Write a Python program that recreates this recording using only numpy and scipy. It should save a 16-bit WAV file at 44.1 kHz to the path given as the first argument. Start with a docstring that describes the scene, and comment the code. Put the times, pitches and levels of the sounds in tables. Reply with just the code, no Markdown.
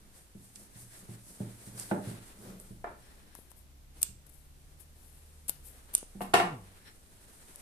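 """Quiet room: a dog grooms itself close to a phone. Saliva films snap and bubbles burst in sharp pops
and wet smacks, the jaw tocks shut, fur brushes, hairs scrape the collar, the nose sniffs faintly.
Paws scuff and soft steps thud on the floor, something small clacks, and something wooden is bumped,
knocked hard and shudders; struck bodies ring in their modes and the room answers.
Outside, heard through the walls, a distant engine slowly gathers speed and eases off."""
import sys
import numpy as np
from scipy import signal
from scipy.fft import rfft, irfft, next_fast_len
from scipy.io import wavfile

SR = 44100
rng = np.random.default_rng(int(sys.argv[2]) if len(sys.argv) > 2 else 0)


def dump_mix(stems):
    """Bounce the given channels to the path in sys.argv[1] as a 16-bit WAV at rate SR."""
    frames = np.atleast_2d(stems).T  # one column per channel
    limited = np.clip(frames, -1, 1)  # hard clip at full scale
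    pcm = np.round(limited * 32767).astype(np.int16)
    wavfile.write(sys.argv[1], SR, pcm)


N = 335601
T = np.arange(N) / SR
RING_T = T[:int(.7 * SR)]  # time axis of one ring-out


def amp(db):
    """Decibels to gain."""
    return 10 ** (np.asarray(db) / 20)


def unit(x):
    """Scale to rms 1."""
    return x / np.sqrt(np.mean(x ** 2))


def decay(t, t60_s):
    """Exponential fall, 60 dB in t60_s."""
    return np.exp(-np.log(1000) * t / t60_s)


def along(points, hz):
    """Read (f/Hz, value) points on a log-frequency axis."""
    f, value = np.transpose(points)
    return np.interp(np.log(hz + 1), np.log(f), value)


def freqs(size):
    """Bin frequencies of a real transform."""
    return np.fft.rfftfreq(size, 1 / SR)


def colour(x, spectrum):
    """Minimum-phase filter from (f/Hz, gain/dB) points."""
    size = next_fast_len(x.shape[-1] + 2048)
    cepstrum = irfft(np.log(amp(along(spectrum, freqs(size)))), size)
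    cepstrum[1:size // 2] *= 2
    cepstrum[size // 2 + 1:] = 0
    return irfft(rfft(x, size) * np.exp(rfft(cepstrum)), size)[..., :x.shape[-1]]


def diffuse(size, port_gap_m=0.19):
    """Noise from all around at two microphone ports: alike in the bass, unrelated in the treble."""
    mid, side = rfft(rng.standard_normal((2, size)))
    coherence = np.sinc(2 * freqs(size) * port_gap_m / 343)
    mid, side = mid * np.sqrt((1 + coherence) / 2), side * np.sqrt((1 - coherence) / 2)
    return irfft(np.array([mid + side, mid - side]), size)


def diffuse_bed(spectrum):
    """Scene-long coloured diffuse noise, rms 1."""
    return unit(colour(diffuse(next_fast_len(N))[:, :N], spectrum))


def fine_hiss(grain_db):
    """Fine, even hiss with a slight grain."""
    return rng.standard_normal((2, N)) * amp(grain_db * np.minimum(rng.exponential(size=N), 5))


def walk(rate_hz):
    """Smooth random wander, spread near 1."""
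    knots = rng.standard_normal(size=16384)
    return np.interp(T * rate_hz, np.arange(len(knots)), knots)


def panned(pan_db):
    """Stereo gains; pan is left minus right."""
    return amp(np.array([[pan_db], [-pan_db]]) / 2)


def add(out, t_s, sound):
    """Mix a sound in from t_s."""
    i = int(round(t_s * SR))
    out[:, i:i + sound.shape[-1]] += sound[..., :max(N - i, 0)]


def swell(peak_s, length_ms, rise):
    """Rub envelope: Gaussian build-up over rise * length, exponential fall."""
    age = (T - peak_s) * 1000 / length_ms
    return np.exp(-np.minimum((np.minimum(age, 0) / rise) ** 2 + np.maximum(age, 0), 20))


def swells(rubs, rise):
    """Stereo envelope of a series of rubs, summed in power."""
    return np.sqrt(sum((amp(db) * panned(pan_db) * swell(t_s, length_ms, rise)) ** 2
                       for t_s, db, length_ms, pan_db in rubs))


def room_tail(spectrum, build_s):
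    """Dense wall reflections of unit energy; the bass lasts longest."""
    reverb_times = [(100, 0.6), (300, 0.42), (1000, 0.34), (2500, 0.3), (6000, 0.32), (14000, 0.27)]  # f/Hz, t60/s
    noise, hz = rfft(diffuse(len(RING_T))), freqs(len(RING_T))
    centres_hz, t60s = np.transpose(reverb_times)
    tail = 0
    for share, t60_s in zip(np.eye(len(centres_hz)), t60s):
        band = irfft(noise * np.interp(np.log(hz + 1), np.log(centres_hz), share), len(RING_T))
        tail = tail + band * decay(RING_T, t60_s)
    tail = colour(tail * (1 - np.exp(-RING_T / build_s)), spectrum)
    return unit(tail) / np.sqrt(len(RING_T))


def resonant(spectrum, modes, lift_db):
    """Lift a spectrum around each mode of a body."""
    hz = np.geomspace(40, 16000, 900)
    nearness = np.max([1 / (1 + ((hz - f) / (8 + .015 * f)) ** 2) for f, _, _ in modes], axis=0)
    return np.transpose([hz, along(spectrum, hz) + lift_db * nearness])


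def struck(blows, modes, spectrum, crack_db, crack_s, tail_db, spread_hz, attack_s, boom_hz):
    """Blows on one body: its modes ring, a dense crack dies at once, the room answers."""
    out, ring = np.zeros((2, N)), 0
    for k, (hz, db, t60_s) in enumerate(modes):
        # higher modes reach the two ports further out of step
        phase = (-1) ** k * min((hz / spread_hz) ** 2, 1) * np.array([[1], [-1]])
        mode = amp(db) * np.sin(2 * np.pi * hz * RING_T + phase) * decay(RING_T, t60_s)
        ring = ring + (-1) ** (k // 2) * mode
    ring *= 1 - np.exp(-RING_T / attack_s)
    ring /= np.sqrt(np.sum(amp(np.array(modes)[:, 1]) ** 2))
    ring_norm = np.sqrt(np.sum(ring ** 2) / 2)
    spectrum = resonant(spectrum, modes, lift_db=8)
    tail = amp(tail_db) * room_tail(spectrum, build_s=0.017)
    for t_s, db, cutoff_hz, boom_db in blows:
        burst = diffuse(len(RING_T)) * np.exp(-RING_T / crack_s)
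        crack = amp(crack_db) * unit(colour(burst, spectrum)) / np.sqrt(len(RING_T))
        # weight behind the blow brings out the lowest modes
        body = colour(ring + ring_norm * (crack + tail), [(boom_hz, boom_db), (1.45 * boom_hz, 0)])
        # softer contact: longer push, less treble
        contact = signal.butter(2, cutoff_hz, fs=SR)
        add(out, t_s, amp(db) / 2 * signal.lfilter(*contact, body))
    return out


def air(hiss_db=-61, rumble_db=-64):
    """Still room air: faint hiss, and a deep rumble that differs between the ports."""
    hiss_spectrum = [(15, -10.5), (35, -10.5), (60, -7), (110, -14), (205, -18.5), (620, -27), (1110, -30),
                     (1780, -32), (3180, -32.5), (4820, -34), (10800, -34), (14100, -35.5), (15000, -71)]  # f/Hz, gain/dB
    rumble_spectrum = [(5, -6), (20, 0), (45, -7), (120, -17), (600, -60)]
    hiss = diffuse_bed(hiss_spectrum)
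    rumble = unit(colour(rng.standard_normal((2, N)), rumble_spectrum))
    return amp(hiss_db) * hiss + amp(rumble_db) * rumble


def engine(waver_db=2.0, wobble=0.0039):
    """Distant firing harmonics swell and fade as they glide through the response of the walls."""
    run = [(1.8, 28.7, -80), (2.2, 29.7, -61), (2.8, 31.44, -50), (3.3, 32.85, -59.5), (3.85, 34, -52.5),
           (4.3, 35.2, -57), (4.65, 36.57, -58), (5.2, 38, -58.5), (5.5, 37.4, -55), (5.95, 29.87, -53),
           (6.7, 24.65, -55.5), (7.6, 24.8, -63)]  # t/s, firing rate/Hz, level/dB
    walls = [(24, -8.5), (31, -3), (34, -8.5), (37, -4), (50, -14.5), (62, -12), (68, -5.5), (78, -2),
             (115, -19), (135, -21.5), (147, -8), (160, -21.5)]  # transmission: f/Hz, gain/dB
    t_s, firing_hz, level_db = np.transpose(run)
    hz, db = np.interp(T, t_s, firing_hz), np.interp(T, t_s, level_db)
    phase = 2 * np.pi * np.cumsum(hz * (1 + wobble * walk(4.5))) / SR
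    return np.sqrt(2) * sum(amp(db + along(walls, k * hz) + waver_db * walk(11)) * np.sin(k * phase)
                            for k in (1, 2, 4))


def scuffs():
    """Paws and body drag dully on the floor."""
    drags = [(.08, -64.5, 77, 1), (.62, -56, 41, 0), (.71, -61, 35, 2), (1.035, -56, 39, 1),
             (1.31, -56.5, 50, -1), (1.63, -58, 35, -2), (1.775, -53, 50, -3), (2.50, -46.5, 96, 0.5),
             (3.25, -75.5, 300, 22)]  # t/s, level/dB, length/ms, pan/dB
    spectrum = [(70, -32), (110, 4.5), (150, -3.5), (195, 10.5), (260, -4), (370, -3), (600, -7.5),
                (900, -15), (1300, -14), (2500, -22.5), (8000, -25)]  # f/Hz, gain/dB
    return swells(drags, rise=1.05) * diffuse_bed(spectrum)


def steps():
    """Soft footfalls excite the low modes of floor and room."""
    footfalls = [(.349, -37.5, 218, -2), (.755, -41.5, 128, 5.5), (.82, -46, 119, 12.5),
                 (1.088, -34.5, 231, 6), (1.404, -28, 352, 4), (1.669, -36.5, 217, 2.5),
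                 (1.745, -38, 195, 5), (1.9125, -19, 800, -8), (1.948, -37.5, 330, 8),
                 (2.069, -33, 282, 10), (2.108, -31.5, 264, 0), (2.704, -35, 208, 0.5),
                 (4.085, -44, 165, 3), (6.150, -32.5, 195.4, -9.5), (6.186, -40.5, 300, -9),
                 (6.216, -31, 200, -9.5), (6.337, -29.5, 488, 2.5)]  # t/s, level/dB, contact cut-off/Hz, boom/dB
    floor_modes = [(101.2, -13.5, 0.41), (115.6, -3, 0.47), (168, -7, 0.26), (195.9, 4.5, 0.2),
                   (230.6, -11.5, 0.22), (278.3, -19.5, 0.19), (342.6, -4, 0.15), (392, -6, 0.12),
                   (428, -14, 0.12), (596, -1.5, 0.082), (819, -4.5, 0.1), (863, -10.5, 0.082)]  # f/Hz, level/dB, t60/s
    spectrum = [(60, -45.5), (100, -22), (200, -4), (400, -3), (800, -1.5), (1100, -9), (1550, 2.5),
                (2000, -6.5), (3000, -8), (6000, -11)]  # crack and tail: f/Hz, gain/dB
    return panned(-1.9) * struck(footfalls, floor_modes, spectrum, crack_db=3.5, crack_s=0.013,
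                                 tail_db=1.5, spread_hz=550, attack_s=0.0049, boom_hz=125.8)


def clacks():
    """Something small and hard hits the floor lightly and rings."""
    blows = [(2.8422, -25, 2050, 2.5), (2.872, -39, 2800, -18)]  # t/s, level/dB, contact cut-off/Hz, boom/dB
    modes = [(424, -19, 0.36), (530, -12, 0.13), (596, -4, 0.19), (630, -7, 0.046), (697, 4, 0.2),
             (720, 5.5, 0.029), (834, -16, .18), (920, -5.5, 0.12), (1010, -14, 0.16), (1377, -21, 0.17),
             (1766, -6, .2), (2340, -15, 0.18)]  # f/Hz, level/dB, t60/s
    spectrum = [(100, -23), (400, -6.5), (700, -6.5), (1100, -4.5), (1700, -7), (2400, -15.5), (2800, -19),
                (6000, -21)]  # crack and tail: f/Hz, gain/dB
    return panned(0.3) * struck(blows, modes, spectrum, crack_db=-1.0, crack_s=0.0068,
                                tail_db=-0.5, spread_hz=1200, attack_s=0.00079, boom_hz=300)


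def knocks():
    """Wood rings from a bump, then from a cluster of hard knocks."""
    blows = [(6.2070, -23, 1180, -8), (6.2168, -30.5, 7150, 8), (6.3362, -13, 3040, 3.5),
             (6.3391, -7, 8000, -0.5), (6.3492, -15, 6000, -5.5), (6.353, -19, 4000, -4),
             (6.3945, -23.5, 1100, 0.5), (6.3988, -12.5, 2600, 1), (6.4105, -17, 1600, -3.5),
             (6.429, -30, 1600, -7), (6.439, -23, 2020, -5)]  # t/s, level/dB, contact cut-off/Hz, boom/dB
    wood_modes = [(184, -15.5, 0.27), (350, -13.5, 0.26), (381, -17, .15), (399.7, -12.5, 0.16),
                  (481, -16, .2), (660, -7, 0.076), (697.5, 4, 0.089), (723.5, -2, 0.19), (780, -9, 0.2),
                  (810, -6, 0.21), (877, -10.5, 0.2), (980, -12, 0.24), (1055, -23, 0.22),
                  (1117, -17.5, 0.28), (1167, -21, 0.306), (1382, -24, .3), (1530, -24, 0.28),
                  (1786, -29, .3), (1850, -19, .3), (1905, -11, 0.31), (2180, -28, 0.25), (2230, -24, .26),
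                  (2650, -26, .26), (2770, -17, .2), (2900, -21, .15)]  # f/Hz, level/dB, t60/s
    spectrum = [(60, -33), (180, -7), (320, -11.5), (560, -9), (750, -8.5), (1150, -8), (1600, -12.5),
                (3000, -13.5), (5000, -18.5), (6500, -22.5), (8500, -14.5), (14000, -15), (15200, -59)]  # crack and tail: f/Hz, gain/dB
    return panned(-0.29) * struck(blows, wood_modes, spectrum, crack_db=2.0, crack_s=0.008,
                                  tail_db=0, spread_hz=1060, attack_s=0.00079, boom_hz=300)


def judder(peak_s=6.52, lead_s=0.064, slide_s=0.086, start_hz=203, end_hz=96,
           level_db=-42, rough_db=2, octave_db=-8):
    """The wood stops moving with a low groan that starts sliding down just before its peak."""
    slide = np.maximum(T - peak_s + lead_s, 0) / slide_s
    hz = end_hz + (start_hz - end_hz) * np.exp(-slide ** 2)
    phase = 2 * np.pi * np.cumsum(hz) / SR
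    envelope = amp(level_db + rough_db * walk(63)) * swell(peak_s, length_ms=70, rise=0.6)
    return np.sqrt(2) * envelope * (np.sin(phase) + amp(octave_db) * np.sin(2 * phase))


def sniffs(flutter_db=6.0):
    """Air drawn through the nose, hollow with its resonances."""
    breaths = [(.62, -67.5, 140, 5), (.95, -69, 78, 4), (3.12, -64, 110, 5), (3.3, -65.5, 160, 2),
               (6.86, -56.5, 44, 2)]  # t/s, level/dB, length/ms, pan/dB
    nose_spectrum = [(400, -8.5), (1200, -13), (1700, 1.5), (1950, -3), (2350, -8.5), (3700, -9),
                     (4300, -7), (4700, -23), (5450, -4), (6300, -30), (8600, -14), (12000, -22)]  # f/Hz, gain/dB
    return swells(breaths, rise=0.78) * amp(flutter_db * walk(25)) * diffuse_bed(nose_spectrum)


def scrapes(catch_db=3):
    """Stiff hairs catch on the collar and let go in a scratchy grain."""
    rubs = [(.152, -64, 22, -2), (.455, -72, 11, -2), (.560, -51, 12, -2), (1.780, -47, 9, 2),
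            (1.797, -48, 5, -3), (1.809, -45, 7, 6), (1.826, -45, 17, -3), (1.865, -56, 28, 0),
            (2.095, -63, 30, -4)]  # t/s, level/dB, length/ms, pan/dB
    spectrum = [(600, -14), (1500, -1), (3000, -0.5), (3800, -2), (4700, 7), (6500, 1), (9000, 11.5),
                (12000, -6), (15000, -21)]  # f/Hz, gain/dB
    grain = fine_hiss(grain_db=-1.5) * amp(catch_db * walk(450))
    return swells(rubs, rise=0.49) * unit(colour(grain, spectrum))


def fur(flicker_db=2.1, catch_db=-0.6, stir_rub_db=-4, drag_db=2.2):
    """Hairs flick past each other in a bright swish over the duller rub of the coat."""
    # constant stir, sinking with the head down, growing near the phone: t/s, level/dB
    stir = [(0, -68), (.9, -67), (1.8, -61), (2.6, -70), (3.8, -87), (4.5, -72), (5.3, -66), (6.2, -64.5),
            (7.05, -65.5), (7.6, -56)]
    strokes = [(.18, -59, 49, -6.5), (.47, -59, 96, -31), (.61, -55, 59, -22), (.82, -53, 80, -11),
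               (.98, -54.5, 80, -8.5), (1.129, -55.5, 57, -4), (1.31, -54.5, 105, -16),
               (1.449, -57.5, 110, -2), (1.66, -53.5, 116, -5), (1.815, -45, 58, -10),
               (1.906, -51, 62, -1.5), (2.099, -49, 76, 1), (2.29, -57.5, 76, -0.5), (2.45, -56.5, 86, -29),
               (2.69, -60, 88, -8), (3.14, -65.5, 260, 1), (3.983, -58.5, 38, -2.5), (4.28, -73, 32, 3.5),
               (5.77, -67.5, 83, 3.5), (5.91, -65, 41, 5.5), (6.74, -73, 120, 11)]  # the dog shifts: t/s, level/dB, length/ms, rub minus swish/dB
    swish_spectrum = [(2500, -36.5), (4500, -13.5), (6300, -10.5), (7500, -8), (8500, -2), (9600, -5),
                      (11000, -5), (12500, -12), (14200, -14), (15000, -46)]  # f/Hz, gain/dB
    rub_spectrum = [(100, -10), (250, 3.5), (600, 1.5), (1100, -1.5), (1400, -0.5), (1750, -0.5),
                    (2300, -5), (3000, -6), (4200, -7), (7000, -25.5)]  # f/Hz, gain/dB
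    swish_power = amp(np.interp(T, *np.transpose(stir))) ** 2
    rub_power = swish_power * amp(stir_rub_db) ** 2
    for t_s, db, length_ms, rub_db in strokes:
        power = (amp(db) * swell(t_s, length_ms, rise=0.9)) ** 2
        swish_power += power
        rub_power += power * amp(rub_db) ** 2
    swish = np.sqrt(swish_power) * unit(colour(rng.standard_normal((2, N)), swish_spectrum))
    rub = np.sqrt(rub_power) * diffuse_bed(rub_spectrum) * amp(drag_db * np.tanh(walk(35)))
    return (swish + rub) * amp(flicker_db * np.tanh(walk(60)) + catch_db * walk(700))


def jaw(t60_s=0.0054, pan_db=6, attack_s=0.00016):
    """Jaw and cheeks close with a brief hollow tock."""
    closures = [(3.353, -38, 980), (3.389, -35, 330), (3.517, -44, 950), (4.032, -34.5, 1410),
                (5.491, -55, 506), (5.495, -30, 605), (5.951, -34, 1160), (6.0292, -29, 443)]  # t/s, level/dB, mouth resonance/Hz
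    out = np.zeros((2, N))
    envelope = (1 - np.exp(-RING_T / attack_s)) * decay(RING_T, t60_s)
    for t_s, db, hz in closures:
        add(out, t_s, amp(db) * panned(pan_db) * np.sin(2 * np.pi * hz * RING_T) * envelope)
    return out


def bubbles(count=15000, low_hz=7800, high_hz=13800, scatter_db=2.5, length_s=0.000317, glide=.06):
    """Tiny saliva bubbles burst at random, each a rising blip of a few cycles."""
    when, pitch, faintness = rng.random((count, 3)).T[..., None]
    offsets = np.arange(-48, 48)
    age = offsets / SR / length_s
    hz = low_hz * (high_hz / low_hz) ** pitch
    envelope = amp(-scatter_db * np.log(faintness + 0.02)) * np.exp(-age ** 2)
    blips = envelope * np.sin(2 * np.pi * hz * offsets / SR * (1 + glide * age / 2))
    positions = ((when * N).astype(int) + offsets) % N
    return unit(np.bincount(positions.ravel(), blips.ravel(), N))


def smacks(sizzle_db=-3, bubble_db=-3):
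    """Saliva tears between tongue, lips and fur: fine sizzle with bursting bubbles."""
    peels = [(0.566, -65, 15, 8), (2.611, -57.5, 33, 9), (3.355, -58, 8, 11), (3.385, -62, 55, 18),
             (3.508, -70, 13, 34), (3.582, -62.5, 36, 14), (4.0178, -39.5, 6.6, 5), (4.0325, -33, 6.4, -3),
             (4.268, -57.5, 7.5, 13), (4.295, -57, 5, 13), (4.350, -66, 82, 18.5), (4.808, -58, 19, 19.5),
             (5.070, -67.5, 170, 20), (5.4855, -30.5, 1.8, 3), (5.4935, -32.5, 8.5, 2),
             (5.672, -52.5, 44, 11.5), (5.9405, -38, 7.7, 0), (5.954, -32, 3.3, 0), (5.98, -36.5, 2.2, 12),
             (6.226, -48, 27, 6)]  # t/s, level/dB, length/ms, pan/dB
    sizzle_spectrum = [(500, -2.5), (1800, -14.5), (2900, -7.5), (4200, -8.5), (6300, -8.5), (8500, -4.5),
                       (11200, 7.5), (14200, -8.5), (15500, -49)]  # f/Hz, gain/dB
    sizzle = unit(colour(fine_hiss(grain_db=0.5), sizzle_spectrum))
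    return swells(peels, rise=0.62) * (amp(sizzle_db) * sizzle + amp(bubble_db) * bubbles())


def pops(snap_db=-9, mouth_db=-19, shape_spread=.04, snap_lead_s=0.0002073):
    """A saliva film snaps; the cavity behind it rings, rising as it opens; the mouth rings on."""
    # tongue and lips: t/s, level/dB, cavity f/Hz, length/ms, relative rise per length, pan/dB, left lag/ms
    breaks = [(0.559, -30, 7000, 0.14, .1, -7, 0.2), (1.7987, -23.5, 8800, 0.15, 0.12, -15, 0.061),
              (1.7986, -28, 9600, 0.15, .1, -4, 0.11), (2.6006, -38, 8500, 0.59, 0.065, -11, 0.25),
              (3.3520, -36.5, 11100, 0.14, 0.08, 20, 0.016), (3.517, -38.5, 11300, 0.087, 0.078, 15, -0.38),
              (4.0182, -29, 9800, .25, .1, 9, -0.2), (4.0195, -25, 12000, .25, .12, 12, -0.19),
              (4.0282, -21, 9000, 0.19, .1, 4, -0.37), (4.0298, -13, 12360, 0.2, 0.066, 15.5, -0.26),
              (4.031, -16.5, 6350, .13, 0.091, 12, -0.406),
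              (4.0302, -6.5, 8140, 0.21, 0.017, -11.5, -0.467), (4.031, -26, 8550, 0.31, .03, -5, -0.082),
              (5.482, -26, 11500, 0.18, .09, 10, 0.092), (5.4955, -18.5, 10100, 0.22, 0.1, 7, -0.16),
              (5.4958, -19, 12100, 0.38, 0.15, 20, -0.25), (5.9401, -32, 12800, .8, .1, 14, .2),
              (5.9512, -1, 9500, 0.28, 0.14, -1, 0.239), (5.953, -23, 8470, .6, .02, -9, .2),
              (7.5593, -40, 10600, 0.23, .09, 27, -0.077)]
    snap_spectrum = [(200, -45.5), (1300, -15), (2200, -19.5), (2850, -8.5), (3700, -5), (4600, -3),
                     (6300, 5.5), (8500, -5), (14000, -12.5)]  # f/Hz, gain/dB
    mouth_modes = [(2936, -12, 0.0094), (3750, -14, .006), (5400, -12, 0.012), (8520, -9.5, 0.021),
                   (10600, -7, .012)]  # f/Hz, level/dB, t60/s
    out = np.zeros((2, N))
    lead_samples = 128
    t = (np.arange(10 * lead_samples) - lead_samples) / SR
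    for t_s, db, hz, length_ms, glide, pan_db, lag_ms in breaks:
        port_t = t - np.array([[lag_ms], [-lag_ms]]) / 2000
        age, after_t = port_t / (length_ms / 1000), np.maximum(port_t, 0)
        cavity = np.exp(-age ** 2) * np.sin(2 * np.pi * hz * port_t * (1 + glide * age / 2))
        snap = colour(np.sinc((port_t + snap_lead_s) * SR), snap_spectrum)
        shape = 1 + shape_spread * (2 * rng.random() - 1)  # mouth shape varies per pop
        mouth = sum(amp(mode_db) * np.sin(2 * np.pi * mode_hz * shape * after_t) * decay(after_t, t60_s)
                    for mode_hz, mode_db, t60_s in mouth_modes)
        pop = cavity + amp(snap_db) * snap / np.abs(snap).max() + amp(mouth_db) * mouth
        add(out, t_s - lead_samples / SR, amp(db) * panned(pan_db) * pop)
    return out


def scene():
    """Mouth close and nearly dry; steps and knocks with much of the room."""
    echo_spectrum = [(300, -20), (1500, 5), (2800, -2), (5000, -3.5), (8400, -9.5), (10500, -11),
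                     (14000, -12.5), (15200, -28.5)]  # f/Hz, gain/dB
    mouth = pops() + smacks() + jaw()
    echo = signal.fftconvolve(mouth, room_tail(echo_spectrum, build_s=0.00835), axes=1)[:, :N]
    impacts = amp(5.5) * steps() + amp(-2.0) * knocks() + amp(-0.5) * clacks() + judder()
    rustle = scuffs() + scrapes() + sniffs() + fur()
    return mouth + amp(-15.0) * echo + impacts + rustle + engine() + air()


def record(dry, ceiling=.85, top_hz=14300):
    """The phone rounds the sharpest peaks and cuts the top."""
    rounded = ceiling * np.tanh(dry / ceiling)
    return signal.sosfilt(signal.ellip(8, .2, 70, top_hz, fs=SR, output="sos"), rounded)


dry = scene()
out = record(dry)
dump_mix(out)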